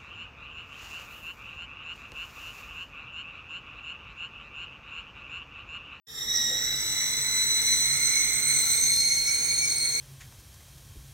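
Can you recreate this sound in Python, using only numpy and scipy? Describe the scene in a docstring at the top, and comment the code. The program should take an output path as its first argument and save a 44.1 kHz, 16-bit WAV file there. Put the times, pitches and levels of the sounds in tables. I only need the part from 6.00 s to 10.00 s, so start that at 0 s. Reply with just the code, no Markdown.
"""A steel kettle whistles on a gas stove, miked close in stereo in a small kitchen. Steam through the
spout cap drives four strong resonances and two faint ones over a hiss: breathy and shrill, rising
slowly with the pressure and growing hoarser. The burner murmurs below, with a low hum and one dull
knock. The sound fades in, and the microphone moves closer and away again."""
import sys
import numpy as np
from scipy import signal
from scipy.fft import rfft, irfft, next_fast_len
from scipy.io import wavfile
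from scipy.ndimage import map_coordinates

SR = 44100
rng = np.random.default_rng(int(sys.argv[2]) if len(sys.argv) > 2 else 0)


def output_pcm(signal):
    """Save a mono or channel-first signal as 16-bit PCM at the path in sys.argv[1].

    Samples are clipped to [-1, 1] before scaling.
    """
    pcm = np.clip(np.atleast_2d(signal).T, -1, 1) * 32767
    wavfile.write(sys.argv[1], SR, np.round(pcm).astype(np.int16))


N = 176400

# the whistle's main note: t/s, f/Hz
WHISTLE_PITCH = [(.1, 3690), (.35, 3836), (.5, 3790), (.65, 3845), (.85, 3945), (1.0, 3950), (1.2, 3998),
                 (1.65, 4010), (2, 4085), (2.45, 4090), (2.55, 4128), (2.64, 4085), (3, 4205), (3.3, 4232),
                 (3.55, 4280), (3.8, 4270), (4, 4235)]
# its clean tone over its breathy part: t/s, ratio/dB
WHISTLE_PURITY = [(.1, -1), (.4, 6), (.9, 2.5), (1.4, 7), (2.3, 4), (2.7, 1), (3.1, 4), (3.5, 0), (4, -1)]
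# cap resonances: f/main note, core width/Hz, skirt width/Hz, skirt/dB, gain/dB, flutter/dB, start/dB
CAP_MODES = [(.52, 86, 140, 4, -2.37, 1.5, -15), (1.0, 43, 134, 6.5, -.5, 1.18, -8),
             (1.497, 69, 188.4, 5.5, -2, 1.96, -15.5), (2.0, 64.3, 152, 4, -0.5, 0, -6),
             (2.485, 201, 259, -18, -16, 1.44, -6), (3.01, 130, 220, 8, -16.5, 1, -10)]
# their level curves, low to high, the top three sharing the last: t/s, 4 x level/dB
MODE_LEVELS = [(0.35, -41, -30, -30, -39), (0.45, -40, -30, -31, -37), (0.6, -39, -32, -31, -39),
               (0.73, -38, -30, -29, -38), (0.87, -41, -34, -33, -34), (1.0, -37, -33, -31, -34),
               (1.2, -37, -31, -31, -33), (1.45, -37, -27, -31.5, -31), (1.73, -35, -28, -29, -31),
               (1.84, -35, -30, -29, -31), (1.95, -32, -29, -28, -30), (2.08, -35, -31, -30, -31),
               (2.19, -31, -31, -27, -31), (2.35, -33, -30, -28, -30), (2.62, -34, -30, -28, -27),
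               (2.72, -35, -31, -29, -29), (2.84, -35, -31, -25, -28), (2.97, -39, -27, -28, -27),
               (3.1, -36, -28, -28, -30), (3.22, -39, -29, -33, -31), (3.3, -36, -31, -29, -30),
               (3.45, -37, -32, -30, -31), (3.56, -37, -30, -32, -31), (3.65, -35, -32, -29, -31),
               (3.77, -40, -29, -34, -30), (3.95, -37, -30, -31, -33)]
# their lean as the microphone moves through standing waves: t/s, 4 x left minus right/dB
MODE_PANS = [(.4, .5, 2, -4, -1), (.7, .5, -2.5, 0, 1.5), (1.1, .5, -1, 2.5, 1), (1.65, 2, 2, -3, 2),
             (2.3, 3.5, -2.5, -3.5, -4), (2.7, 1, -1.5, .5, .5), (3.1, -10, 2, -1, -.5),
             (3.9, -6, 2.5, 1.5, -1)]
# spurts of steam: centre t/s, length/s, f/Hz, tone level/dB, rasp level/dB
STEAM_SPURTS = [(.44, .34, 1900, -40, -46), (.41, .13, 5790, -31, -42), (1.48, .4, 6012, -31.5, -55),
                (1.74, .1, 6019, -27.5, -48), (2.19, .07, 2190, -32, -38), (2.97, .12, 4205, -40, -34),
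                (3.288, .05, 2240, -30.5, -29.5), (3.64, .07, 2290, -28, -33), (3.98, .056, 2280, -35, -43)]
# hiss and rasp of the jet at the whistle's mean pitch: f/Hz, relative density/dB
HISS_COLOUR = [(300, -12.5), (1100, -4), (1400, 5), (1650, 0.5), (2050, 13), (2320, 6), (2550, -10.5),
               (2850, 0.5), (3250, -4), (3600, 11), (4000, -12), (4300, 8), (4780, -10.5), (5300, -6),
               (6400, 11.5), (6950, -6.5), (7400, 2), (8100, 6.5), (8850, -16), (9500, -13.5), (10100, 4.5),
               (10700, -6.5), (11400, 1), (12500, 3.5), (14000, 1), (14900, 4.5), (16500, -3.5)]
RASP_COLOUR = [(4700, -25.5), (5100, 7), (5550, 1), (5850, 12.5), (6350, -0.5), (6900, -22.5)]
# their strength: t/s, level/dB
HISS_LEVEL = [(.3, -37.5), (1.2, -34.5), (2.2, -34), (2.7, -34.5), (3, -37), (3.4, -36.5), (4, -38)]
RASP_LEVEL = [(.1, -44), (.35, -58), (.8, -38), (1.4, -40.5), (2.1, -37), (2.6, -41.5), (2.849, -40),
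              (2.97, -40), (3.149, -36), (3.5, -39), (4, -40)]
# roar of the flame: f/Hz, relative density/dB
FLAME_COLOUR = [(15, -40), (30, 5.5), (48, 0.5), (90, 1), (115, 0.5), (140, -20), (175, -14), (228, -3),
                (260, -6), (330, -4.5), (420, -7.5), (520, -11.5), (720, -12.5), (900, -8), (1100, -22.5),
                (1500, -23)]
# its likeness left and right: f/Hz, correlation
FLAME_COHERENCE = [(60, 0.87), (150, 0.74), (300, 0.74), (700, 0.36)]
# the burner's hum: f/Hz, width/Hz, level over the flame/dB
HUM_PARTIALS = [(138.5, 12, -4.5), (228, 9.5, -14), (451, 3, -11.5)]
# strength of flame and hum: t/s, level/dB
BURNER_LEVEL = [(.3, -48), (.8, -47.5), (1.25, -50), (1.8, -47.5), (2.3, -48), (2.75, -48), (3.2, -49.5),
                (3.6, -47.5), (4, -50)]
# ring of the knock: f/Hz, relative level/dB, t60/s
KNOCK_MODES = [(486, -2, 0.44), (537, -0.5, 0.37), (704, -11, 0.74)]
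# decay of the kitchen: f/Hz, t60/s
ROOM_DECAY = [(200, 0.36), (3000, 0.19), (12000, 0.2)]
# later arrival of the spout on the left: t/s, delay/ms
LEFT_LAG = [(.2, .155), (1, .11), (2.5, .11), (3, .16), (3.8, .195)]
# balance of the microphone ports: f/Hz, left minus right/dB
PORT_BALANCE = [(500, 1), (2000, 2.5), (4000, -1.5), (6000, -3), (8200, -2), (12000, -0.5), (15000, 5)]
# lead of the left port: f/Hz, phase/rad
PORT_PHASE = [(600, -0.054), (2050, -0.014), (2300, 0.96), (3700, -2.05), (4300, -1.28), (6000, -0.3),
              (8200, -0.3)]
# dip in the top treble: f/Hz, gain/dB
TREBLE_DIP = [(12600, 0), (13600, -11), (14300, 0)]

JITTER_HZ, JITTER_RATE = 12.03, 70  # unsteady pitch; every RATE is in random knots a second
SPUTTER_DB, SPUTTER_RATE, SURGE_DB, SURGE_RATE = 0.44, 120, 0.47, 20  # uneven steam flow
SCATTER_DB, DRIFT_RAD, DRIFT_RATE = -1.5, 0.42, 5.9  # scatter and tone phase differ left and right


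def whistle(swell_s=0.29):
    """The jet rings the cap's resonances, which follow one pitch; the second locks into a tone."""
    pitch, = curves(WHISTLE_PITCH)
    phase = jittery_phase(pitch)
    purity = amp(curves(WHISTLE_PURITY)[0])
    levels, pans = curves(MODE_LEVELS), curves(MODE_PANS)
    drift = np.exp(1j * DRIFT_RAD * np.array([wobble(DRIFT_RATE), wobble(DRIFT_RATE)]))
    starting = np.clip(1 - np.arange(N) / SR / swell_s, 0, 1)
    out = np.zeros((2, N))
    for k, (ratio, core_hz, skirt_hz, skirt_db, db, flutter_db, start_db) in enumerate(CAP_MODES):
        core = resonance(turbulence(), core_hz)
        skirt = amp(skirt_db) * resonance(turbulence(), skirt_hz)
        ring = unit(core + skirt)
        if k == 1:
            ring = (ring + purity * drift) / np.sqrt(1 + purity ** 2)
        partial = unit(np.real(ring * np.exp(1j * ratio * phase)))
        column = min(k, len(levels) - 1)
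        level_db = levels[column] + db + start_db * starting + flutter_db * wobble(SURGE_RATE)
        out += amp(level_db + left_right(pans[column])) * partial
    return out


def spurts():
    """In each spurt a resonance locks into a thin tone, with a puff of rasp under the same swell."""
    t = np.arange(N) / SR
    rasp = jet(RASP_COLOUR)
    out = np.zeros((2, N))
    for centre_s, length_s, hz, tone_db, rasp_db in STEAM_SPURTS:
        tone = unit(np.sin(jittery_phase(hz)))
        swell = np.exp(-(2 * (t - centre_s) / length_s) ** 2)
        out += swell * (amp(tone_db) * tone + amp(rasp_db) * rasp)
    return out


def jet(colour):
    """Steam noise of rms 1; its colour rises and falls with the whistle's pitch."""
    pitch, = curves(WHISTLE_PITCH)
    noise = filtered(shifting_colour(turbulence()), lambda hz: amp(along(colour, hz)))
    glide_s = np.cumsum(1 - pitch / pitch.mean()) / SR  # a shrinking delay raises the colour
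    return unit(np.array([delayed(channel, glide_s) for channel in noise]))


def turbulence():
    """White noise: a part common to both channels and a part scattered by stove and tiles."""
    return rng.standard_normal(N) + amp(SCATTER_DB) * rng.standard_normal((2, N))


def kettle():
    """Whistle, spurts, hiss and rasp all flicker with the flow of steam."""
    steam = whistle() + spurts()
    steam += amp(curves(HISS_LEVEL)[0]) * jet(HISS_COLOUR)
    steam += amp(curves(RASP_LEVEL)[0]) * jet(RASP_COLOUR)
    return steam * amp(SPUTTER_DB * wobble(SPUTTER_RATE) + SURGE_DB * wobble(SURGE_RATE))


def burner():
    """The soft roar of the gas flame under the kettle, with a wavering low hum."""
    def mid_side(hz):
        angle = np.arccos(along(FLAME_COHERENCE, hz)) / 2
        return amp(along(FLAME_COLOUR, hz)) * [np.cos(angle), np.sin(angle)]

    mid, side = filtered(rng.standard_normal((2, N)), mid_side)
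    flame = unit(np.array([mid + side, mid - side]))
    t = np.arange(N) / SR
    hum = np.zeros(N)
    for hz, width_hz, db in HUM_PARTIALS:
        waver = 1 + resonance(rng.standard_normal(N), width_hz)
        hum += amp(db) * unit(np.real(waver * np.exp(2j * np.pi * hz * t)))
    return amp(curves(BURNER_LEVEL)[0]) * (flame + hum)


def knock(at_s=0.499, gain_db=-43, attack_s=0.0038):
    """One faint, dull knock: three modes ring down after a soft attack."""
    t = np.maximum(np.arange(N) / SR - at_s, 0)
    ring = sum(amp(db - 60 * t / t60) * np.sin(2 * np.pi * hz * t) for hz, db, t60 in KNOCK_MODES)
    return amp(gain_db) * (1 - np.exp(-t / attack_s)) * ring


def kitchen(x, tail_db=-11):
    """The spout reaches the left port later; the small room adds a short tail."""
    lag_s = curves(LEFT_LAG)[0] / 1000
    direct = np.array([delayed(x[0], lag_s), x[1]])
    hz, t, noise = signal.stft(rng.standard_normal((2, SR // 2)), SR, nperseg=256)
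    decay = amp(-60 * t / along(ROOM_DECAY, hz)[:, None])
    tail = signal.istft(noise * decay, SR, nperseg=256)[1]
    reverb = signal.fftconvolve(x, tail / np.linalg.norm(tail[0]), axes=1)[:, :N]
    return (direct + amp(tail_db) * reverb) / np.sqrt(1 + amp(tail_db) ** 2)


def shifting_colour(x, depth_db=2, patch_hz=220, patch_s=0.22):
    """Slow random patches of gain: the hiss shifts in colour as the microphone moves."""
    hz, t, spectrum = signal.stft(x, SR, nperseg=1024)
    grid = np.meshgrid(hz / patch_hz, t / patch_s, indexing="ij")
    patches = map_coordinates(rng.standard_normal((400, 200)), grid, mode="mirror")
    return signal.istft(spectrum * amp(depth_db * patches), SR, nperseg=1024)[1][:, :N]


def microphone(hz):
    """Response of the two ports: unequal in level and phase, with the same treble dip."""
    gain = amp(along(TREBLE_DIP, hz) + left_right(along(PORT_BALANCE, hz)))
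    return gain * np.exp(1j * left_right(along(PORT_PHASE, hz)))


def resonance(noise, width_hz):
    """Random amplitude and phase of a noise-driven resonance of that width."""
    size = next_fast_len(N)
    hz = np.fft.fftfreq(size, 1 / SR)
    band = np.roll(np.fft.fft(noise, size), size // 4, axis=-1)  # mid-band noise moved to 0 Hz
    return unit(np.fft.ifft(band * np.exp(-np.abs(hz / width_hz)))[..., :N])


def jittery_phase(hz):
    """Running phase of a slightly unsteady pitch."""
    return 2 * np.pi * np.cumsum(hz + JITTER_HZ * wobble(JITTER_RATE)) / SR


def wobble(rate):
    """A smooth random curve, rate knots a second."""
    return map_coordinates(rng.standard_normal(N // 50), [np.arange(N) * rate / SR], mode="wrap")


def delayed(x, seconds):
    """x behind a moving delay."""
    fine = signal.resample_poly(x, 8, 1)
    fine_t = np.arange(len(fine)) / (8 * SR)
    return np.interp(np.arange(N) / SR - seconds, fine_t, fine, left=0)


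def filtered(x, response):
    """x through a frequency response."""
    size = next_fast_len(N + SR // 4)
    return irfft(rfft(x, size) * response(np.fft.rfftfreq(size, 1 / SR)), size)[..., :N]


def curves(rows):
    """One value per sample for each column after the time."""
    times, *columns = np.transpose(rows)
    return [np.interp(np.arange(N) / SR, times, column) for column in columns]


def along(points, hz):
    """A table's value at hz, on a log frequency axis."""
    freqs, values = np.transpose(points)
    return np.interp(np.log(hz + 1), np.log(freqs + 1), values)


def left_right(difference):
    """Half added on the left, half taken off on the right."""
    return np.outer([.5, -.5], difference)


def amp(db):
    return 10 ** (np.asarray(db) / 20)


def unit(x):
    """x at rms 1."""
    return x / np.sqrt(np.mean(np.abs(x) ** 2) + 1e-20)


def scene():
    """Kettle, flame and knock at the microphone beside the stove."""
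    return filtered(kitchen(kettle()) + burner() + knock(), microphone)


def record(dry):
    """A short fade-in and the band limit."""
    open_s, fade_s, top_hz = 0.068, 0.31, 15850
    fade = np.clip((np.arange(N) / SR - open_s) / fade_s, 0, 1) ** 0.61
    return filtered(dry * fade, lambda hz: hz < top_hz)


dry = scene()
out = record(dry)
output_pcm(out)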